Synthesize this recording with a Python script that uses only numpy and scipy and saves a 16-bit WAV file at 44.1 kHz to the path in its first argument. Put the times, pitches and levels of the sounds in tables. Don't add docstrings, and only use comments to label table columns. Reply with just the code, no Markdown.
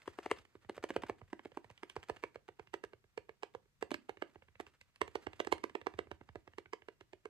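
import sys
import numpy as np
from scipy import signal
from scipy.fft import rfft, irfft
from scipy.io import wavfile
from scipy.ndimage import uniform_filter1d

SR = 44100
rng = np.random.default_rng(int(sys.argv[2]) if len(sys.argv) > 2 else 0)


def dump(signal):
    limited = np.clip(np.atleast_2d(signal).T, -1, 1)
    pcm = np.round(limited * 32767).astype(np.int16)
    wavfile.write(sys.argv[1], SR, pcm)


N = 321489

# f/Hz, relative level/dB
HISS_SPECTRUM = [(25, -15), (45, -2), (75, -7.5), (120, -1), (200, -12), (450, -26), (1500, -22),
                 (4000, -26.5), (8000, -30), (10500, -38), (12500, -33), (14800, -46.5)]
# f/Hz, correlation/1
HISS_LIKENESS = [(60, 0.27), (200, 0.29), (630, 0.27), (3000, -0.36), (8000, -0.0015), (12500, 0.38)]
# f/Hz, t60/s
ROOM_T60 = [(100, 0.62), (400, 0.22), (1500, 0.21), (5000, 0.18), (12000, 0.17)]
# f/Hz, gain/dB
ECHO_COLOUR = [(150, -0.5), (400, -2.5), (1000, -4), (3000, 1.8), (8000, 2)]
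# f/Hz, gain/dB
MICROPHONE_RESPONSE = [(30, -17), (70, 5.5), (110, 0.5), (170, -3), (260, -0.16), (8500, 0.1), (9600, 1.5),
                       (10500, -15.5), (11600, -6.5), (13200, -6.5), (15000, -10.5)]
# f/Hz, gain per pan/(dB/dB)
PORT_SHADE = [(100, 1.8), (480, 0.69), (720, 1.82), (1000, 0.9), (1300, .5), (2500, 0.48), (3400, 0.33)]
# f/Hz, phase per pan/(rad/dB)
PORT_PHASE = [(100, 0.013), (430, 0.012), (700, 0.048), (950, 0.088), (1500, 0.16), (2500, 0.24),
              (3400, 0.39)]
# f/Hz, phase/rad
TREBLE_LEAD = [(4000, -.5), (4800, -1.3), (5500, -2.2), (7000, -.8), (8000, .05), (10400, 3.1),
               (12000, 6.0), (13600, 6.6), (14700, 9.3)]
# t/s, left minus right/dB
BOX_SIDE = [(0.0, 5), (.55, 2.5), (.75, -4), (1.4, -6), (2.3, -8.5), (3.0, -11.5), (4.5, -12), (5.5, -14),
            (6.0, -14), (6.3, -9), (7.29, -12)]
# t/s, level/dB
RUBBING_LEVEL = [(0.0, -64), (0.67, -79.5), (0.91, -68), (1.2, -80.5), (2.17, -68.5), (2.39, -81.5),
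                 (3.84, -89), (4.04, -79), (4.97, -82.5), (5.16, -70), (5.64, -74), (6.19, -80),
                 (7.29, -86.5)]
# f/Hz, relative level/dB
GRIT_SPECTRUM = [(200, -2), (600, 0.5), (2000, 1.3), (4000, -9), (8000, -17.5), (15000, -21)]
# t/s, peak level/dB, 1/e fall of the envelope/ms
SCUFF_EVENTS = [(0.019, -50, 3.3), (0.059, -53, 12), (0.14, -63.5, 2.5), (0.233, -48.5, 51),
                (.299, -46, 6.9), (0.367, -48.5, 36), (.618, -67, 53), (0.749, -53, 24), (.766, -48, 6),
                (0.828, -43.5, 9.9), (0.891, -43, 14), (0.94, -49, 23), (1.021, -39.5, 5.5),
                (1.066, -47.5, 16), (1.085, -48.5, 7.), (1.16, -65, 9.5), (1.186, -58.5, 18),
                (1.278, -63.5, 8.), (1.301, -60.5, 13), (1.45, -48.5, 2.7), (1.545, -57.5, 25),
                (1.711, -52, 4.8), (1.956, -51, 6.6), (2.036, -48, 3.4), (2.086, -46, 4),
                (2.163, -50.5, 6.), (2.226, -51, 6.9), (2.346, -54.5, 7.8), (2.481, -49.5, 3.6),
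                (2.847, -46, 4.4), (3.539, -60, 5.1), (3.812, -50.5, 10), (3.907, -38, 2.8),
                (4.212, -60, 6.7), (4.297, -63, 6.6), (4.347, -59.5, 8.4), (4.607, -45.5, 5.6),
                (4.672, -56.5, 24), (4.737, -62, 25), (5.224, -61.5, 6.1), (5.397, -46, 14),
                (5.513, -55, 7.6), (5.974, -58, 19)]
# t/s, box peak level/dB, lowest mode f/Hz, crispness/dB, thud peak level/dB
KNOCK_EVENTS = [(0.076, -31, 405, -3.5, -56.5), (0.186, -30.5, 408, -2, -74), (0.259, -28.5, 398, 0.5, -65),
                (0.312, -19.5, 448, 0.5, -54), (0.386, -49, 404, 21, -61), (0.45, -54.5, 369, 15.5, -82),
                (0.552, -44, 396, -11, -64), (0.646, -54.5, 387, 5.5, -61), (0.694, -31.5, 376, -7, -65),
                (0.777, -33, 484, -3.5, -59.5), (0.838, -25.5, 432, -4, -68), (0.903, -30, 366, -5, -63),
                (0.962, -21, 446, -6, -50), (1.034, -29.5, 350, -3.5, -56.5), (1.095, -26, 438, -11, -52.5),
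                (1.214, -46, 390, -5.5, -53), (1.329, -30.5, 337, -6.5, -73), (1.392, -42.5, 360, 9, -76),
                (1.454, -35, 355, -8.5, -65), (1.517, -51, 533, 3, -67), (1.571, -30.5, 377, -8.5, -72),
                (1.643, -47, 464, 8, -62), (1.7, -46.5, 520, 9, -58.5), (1.776, -54, 316, 44, -89.5),
                (1.831, -33.5, 385, -0.5, -73), (1.897, -42.5, 377, 28, -76),
                (1.963, -30, 444, -1.5, -50.5), (2.028, -44.5, 467, 19, -67), (2.096, -26.5, 440, -3, -51),
                (2.166, -47.5, 372, 19, -78), (2.236, -27, 463, -1.5, -62.5), (2.356, -35.5, 486, -1, -63),
                (2.486, -40, 439, -1.5, -65.5), (2.594, -39, 440, 1.5, -59.5), (2.671, -51.5, 364, 25, -69),
                (2.738, -29, 396, 6, -66), (2.837, -33, 431, 5, -61), (2.932, -45.5, 420, -0.5, -64),
                (3.04, -59.5, 418, 1.5, -69.5), (3.175, -32, 459, 4.5, -61.5), (3.291, -40, 458, 2.5, -69),
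                (3.431, -31, 437, 7.5, -90), (3.548, -34.5, 496, -7, -63), (3.655, -66, 404, -4.5, -79),
                (3.824, -25.5, 444, 1.5, -61), (3.914, -28, 330, -4.5, -65.5), (3.941, -30.5, 330, 12, -64),
                (4.092, -29.5, 439, -1, -64.5), (4.17, -46.5, 390, 8, -66), (4.221, -28.5, 392, 0.5, -75),
                (4.356, -46, 377, 0.5, -61), (4.421, -52.5, 533, 14, -68), (4.483, -55, 394, 16, -65),
                (4.553, -56, 530, 21.5, -67.5), (4.599, -34.5, 383, -0.5, -64.5),
                (4.665, -48.5, 401, 18.5, -65.5), (4.811, -48, 530, 28, -68.5), (4.958, -53, 526, 27, -92),
                (5.014, -21, 425, 5, -51.5), (5.077, -41.5, 453, 7.5, -61),
                (5.153, -25.5, 438, -1.5, -57.5), (5.267, -30, 375, -1.5, -50),
                (5.331, -44, 430, 14, -63.5), (5.4, -24.5, 408, 2, -65), (5.447, -42.5, 513, 12.5, -64.5),
                (5.47, -30, 395, -2.5, -64.5), (5.523, -19, 403, 2, -50), (5.58, -47.5, 447, 15.5, -86),
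                (5.638, -27.5, 380, 0, -84), (5.695, -45.5, 417, 11.5, -68), (5.751, -28, 424, 0, -87),
                (5.813, -42, 513, 8, -61), (5.867, -25, 437, -2, -66.5), (5.937, -46.5, 350, 3, -53),
                (5.988, -24.5, 441, 0, -55), (6.069, -50.5, 380, -5, -60.5), (6.113, -33, 398, 0, -52),
                (6.21, -44, 330, -7, -58), (6.288, -46.5, 440, 12, -53.5), (6.355, -35.5, 426, -6.5, -53),
                (6.475, -44, 382, -0.5, -63), (6.534, -54, 490, 18, -66), (6.582, -34.5, 418, 0, -66),
                (6.657, -51.5, 390, 17, -66), (6.732, -30.5, 447, 5, -85), (6.819, -50, 400, 11, -71),
                (6.884, -37.5, 443, 3, -74), (7.008, -46.5, 369, 8.5, -65), (7.131, -43.5, 387, 5.5, -68),
                (7.254, -37, 436, -1.5, -71)]
# mean f/Hz, mean level/dB, nominal decay/s
BOX_MODES = [(571.6, -16.5, 0.036), (710, -7, .013), (907.4, -9, 0.014), (1123, -11.5, 0.013),
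             (1691, -13.5, 0.018), (2052, -18, 0.023), (2221, -18, 0.016), (2848, -17, 0.014),
             (3338, -22, 0.0097), (3730, -32, 0.0025), (4440, -22, 0.0088), (4900, -27, .006),
             (5695, -24.5, 0.0089), (6670, -41.5, 0.0035), (8130, -21, .006)]
# f/Hz, gain/dB
BOX_RADIATION = [(60, -19), (150, -11), (200, -0.1), (400, 0.2)]
# f/Hz, relative level/dB
CRACK_SPECTRUM = [(300, -21.5), (1000, -6.5), (2800, -1.3), (5000, -13), (8200, -14.5), (15000, -21)]
# f/Hz, base gain/dB, gain per crispness/(dB/dB); GRIP adds to the last row
CRISP_LIFT = [(900, 1, 0.39), (2700, 0.03, 0.98), (8000, -10, 0.86)]
# t/s, base t60 of lowest mode/s, extra treble firm/dB, light/dB
GRIP_DRIFT = [(0.1, 0.013, 5, 4), (.45, .012, 7.5, 3), (.6, 0.011, 5, -10), (1.0, 0.0097, 1, -12),
              (1.45, .012, -2, -10), (1.65, 0.011, 6.5, 1), (1.9, 0.014, 5, 7.5), (2.3, 0.011, -5, -6),
              (2.7, .016, 0, -6), (3.4, 0.016, 0.5, -6), (3.9, .013, 4, -5), (4.2, 0.012, -5.5, -8),
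              (4.35, 0.015, -4, -29), (4.56, .013, 6, -21), (4.7, .013, 3, 4), (5.0, 0.013, 1, 8.5),
              (5.3, 0.011, -2, -1), (5.5, .013, 6.5, 6), (5.7, .013, -3, 0.5), (6.0, 0.011, -3, -12),
              (6.5, 0.01, 3.5, -4), (6.66, .016, 0, -24), (6.8, 0.012, -4.5, -8), (7.2, 0.021, 2, -1.5)]
# t/s, f/Hz
THUD_PITCH = [(0.0, 62), (.7, 79.9), (3.8, 80), (4.7, 60), (5.6, 60), (6.3, 68), (7.29, 70)]

HISS_RMS_DB, ECHO_DB, TURN_HZ = -79.5, -16, 1.7
BAND_EDGE_HZ = 15200
EVENT_SAMPLES, LEAD_IN_SAMPLES = 8192, 800
SCUFF_RISE_SHARE = 0.17
LIGHT_DB, LIGHT_SPREAD_DB, LIGHT_SIDE_DB = -41, 2.5, -9
MODE_SCATTER_DB, MODE_SCATTER_SHARE, START_SCATTER_CYCLES = 1.4, 0.052, 0.14
RING_S_PER_CRISP_DB = .00015
CONTACT_DELAY_S, AIR_DELAY_S = .0012, .0025
THUD_FALL_SHARE, THUD_FALL_S = 0.68, .018


def gain_of(db):
    return 10 ** (np.asarray(db) / 20)


def evened(x):
    return x / np.sqrt(np.mean(x ** 2) + 1e-20)


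def read(points, hz):
    f, value = np.transpose(points)
    return np.interp(np.log(hz + 1), np.log(f + 1), value)


def at_time(points, s):
    return np.interp(s, *np.transpose(points))


def add(mix, s, sound):
    part = mix[:, round(s * SR):][:, :sound.shape[1]]
    part += sound[:, :part.shape[1]]


def coloured(x, points):
    hz = np.fft.rfftfreq(x.shape[-1], 1 / SR)
    return irfft(rfft(x) * gain_of(read(points, hz)), x.shape[-1])


def peaked(pair, db):
    return gain_of(db) * pair / abs(pair.mean(0)).max()


def ports(x, pan_db):
    hz = np.fft.rfftfreq(x.shape[-1], 1 / SR) + 1
    low_share = 1 / (1 + (hz / 3600) ** 8)
    low = gain_of(pan_db * read(PORT_SHADE, hz)) * np.exp(1j * pan_db * read(PORT_PHASE, hz))
    treble = np.exp(1j * read(TREBLE_LEAD, hz))
    turns = .4 * np.log(np.maximum(hz, 40) / 8000)
    right = rfft(x) * np.exp(-2j * np.pi * turns)
    left = right * (low_share * low + (1 - low_share) * treble)
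    return irfft(np.array([left, right]), x.shape[-1])


def hiss():
    a, b = rfft(rng.standard_normal((2, N)))
    same = np.clip(read(HISS_LIKENESS, np.fft.rfftfreq(N, 1 / SR)), -1, 1)
    left = same * a + np.sqrt(1 - same ** 2) * b
    pair = irfft(np.array([left, a]), N)
    return gain_of(HISS_RMS_DB) * evened(coloured(pair, HISS_SPECTRUM))


def room(x):
    taps = np.zeros((2, SR // 2))
    at = np.arange(300, SR // 2 - 20, 20)
    at = at + rng.integers(0, 20, (2, len(at)))
    np.put_along_axis(taps, at, rng.choice([-1., 1.], at.shape), 1)
    hz, t, z = signal.stft(taps + 0.18 * taps[::-1], SR, nperseg=256)
    decay = gain_of(-60 * t / read(ROOM_T60, hz)[:, None])
    tail = signal.istft(z * decay, SR, nperseg=256)[1]
    heard = 0.5 * x + 0.47 * x[1]
    tail = tail / np.linalg.norm(tail[0])
    return signal.fftconvolve(coloured(heard, ECHO_COLOUR), tail, axes=1)[:, :N]


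def rubbing():
    slow = uniform_filter1d(uniform_filter1d(rng.standard_normal(N), 500), 500)
    bursts_db = 4 * evened(slow)
    grit = evened(coloured(rng.standard_normal(N) * gain_of(bursts_db), GRIT_SPECTRUM))
    level_db = at_time(RUBBING_LEVEL, np.arange(N) / SR)
    return ports(grit * gain_of(level_db), -7.5)


def scuff(s, db, fall_ms):
    t = (np.arange(EVENT_SAMPLES) - LEAD_IN_SAMPLES) / SR
    noise = rng.standard_normal(EVENT_SAMPLES)
    roughness_db = 3.5 * evened(uniform_filter1d(rng.standard_normal(EVENT_SAMPLES), 40))
    grit = noise * gain_of(roughness_db)
    shape = np.exp(-(t * 1000 / fall_ms / np.where(t < 0, SCUFF_RISE_SHARE, 1)) ** 2)
    return peaked(ports(coloured(grit * shape, GRIT_SPECTRUM), 0.2 * at_time(BOX_SIDE, s)), db)


def ring(t, hz, decay_s, start_cycles, swell=1):
    u = t * 2.58 * np.log(1000) / decay_s
    return (u * np.exp(1 - u)) ** swell * np.sin(2 * np.pi * (hz * t + start_cycles))


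def upper_modes(t, chance):
    total = np.zeros(EVENT_SAMPLES)
    for (hz, db, decay_s), (louder, higher, start) in zip(BOX_MODES, chance):
        gain = gain_of(db + MODE_SCATTER_DB * louder)
        mode_hz = hz * (1 + MODE_SCATTER_SHARE * higher)
        total = total + gain * ring(t, mode_hz, decay_s, START_SCATTER_CYCLES * start, swell=0.58)
    return total


def crack(signed, t):
    snap_and_tail = gain_of(-60 * t / 0.0064) + gain_of(-10.0 - 60 * t / 0.049)
    graze = gain_of(-15.5 + 60 * signed / 0.024)
    noise = coloured(rng.standard_normal(EVENT_SAMPLES), CRACK_SPECTRUM)
    sound = noise * np.where(signed < 0, graze, snap_and_tail)
    return sound / abs(sound).max()


def thud(s, signed, t):
    late = np.maximum(signed - AIR_DELAY_S, 0)
    hz = at_time(THUD_PITCH, s)
    sinking_cycles = hz * THUD_FALL_SHARE * THUD_FALL_S * (1 - np.exp(-late / THUD_FALL_S))
    main = ring(late, hz, 0.097, sinking_cycles)
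    deep = gain_of(-6.5) * ring(late, 47, 0.14, .02)
    return main + deep + gain_of(-3.5) * ring(t, 210, 0.028, 0.025)


def knock(s, db, hz, crisp_db, thud_db, chance):
    signed = (np.arange(EVENT_SAMPLES) - LEAD_IN_SAMPLES) / SR - CONTACT_DELAY_S
    t = np.maximum(signed, 0)
    light = 1 / (1 + np.exp((db - LIGHT_DB) / LIGHT_SPREAD_DB))
    times, *grip = np.transpose(GRIP_DRIFT)
    ring_s, firm_db, light_db = (np.interp(s, times, column) for column in grip)
    t60_s = ring_s + RING_S_PER_CRISP_DB * crisp_db
    pan_db = light * LIGHT_SIDE_DB + (1 - light) * at_time(BOX_SIDE, s)

    colour = [(hz, 0)] + [(f, base_db + slope * crisp_db) for f, base_db, slope in CRISP_LIFT]
    top_hz, top_db = colour[-1]
    colour[-1] = top_hz, top_db + light * light_db + (1 - light) * firm_db
    upper = coloured(upper_modes(t, chance) + gain_of(-7) * crack(signed, t), colour)

    held = (1 - np.exp(-t / 0.0014)) * np.exp(-np.log(1000) * (t / t60_s) ** 2)
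    box = coloured(held * np.sin(2 * np.pi * hz * t) + upper, BOX_RADIATION)
    touch_lead_s = 0.0046 + .0012 * chance[0, 2]
    touch_db = -20.5 + 3 * chance[1, 2]
    box = box + gain_of(touch_db) * np.roll(box, -round(touch_lead_s * SR))

    air = ports(thud(s, signed, t), 0.36 * pan_db)
    return peaked(ports(box, pan_db), db) + peaked(air, thud_db)


def scene():
    box = rubbing()
    chance = rng.standard_normal((len(KNOCK_EVENTS), len(BOX_MODES), 3))
    lead_in_s = LEAD_IN_SAMPLES / SR
    for row, luck in zip(KNOCK_EVENTS, chance):
        add(box, row[0] - lead_in_s, knock(*row, chance=luck))
    for row in SCUFF_EVENTS:
        add(box, row[0] - lead_in_s, scuff(*row))
    turn = np.arange(N) / SR * 2 * np.pi * TURN_HZ
    echoes = room(box * np.cos(turn)) + room(box * np.cos(turn + np.pi / 2))
    return coloured(box + gain_of(ECHO_DB) * echoes, MICROPHONE_RESPONSE) + hiss()


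def record(dry):
    taps = signal.firwin(511, BAND_EDGE_HZ, window=("kaiser", 9), fs=SR)
    return signal.oaconvolve(dry, taps[None], "same")


dry = scene()
out = record(dry)
dump(out)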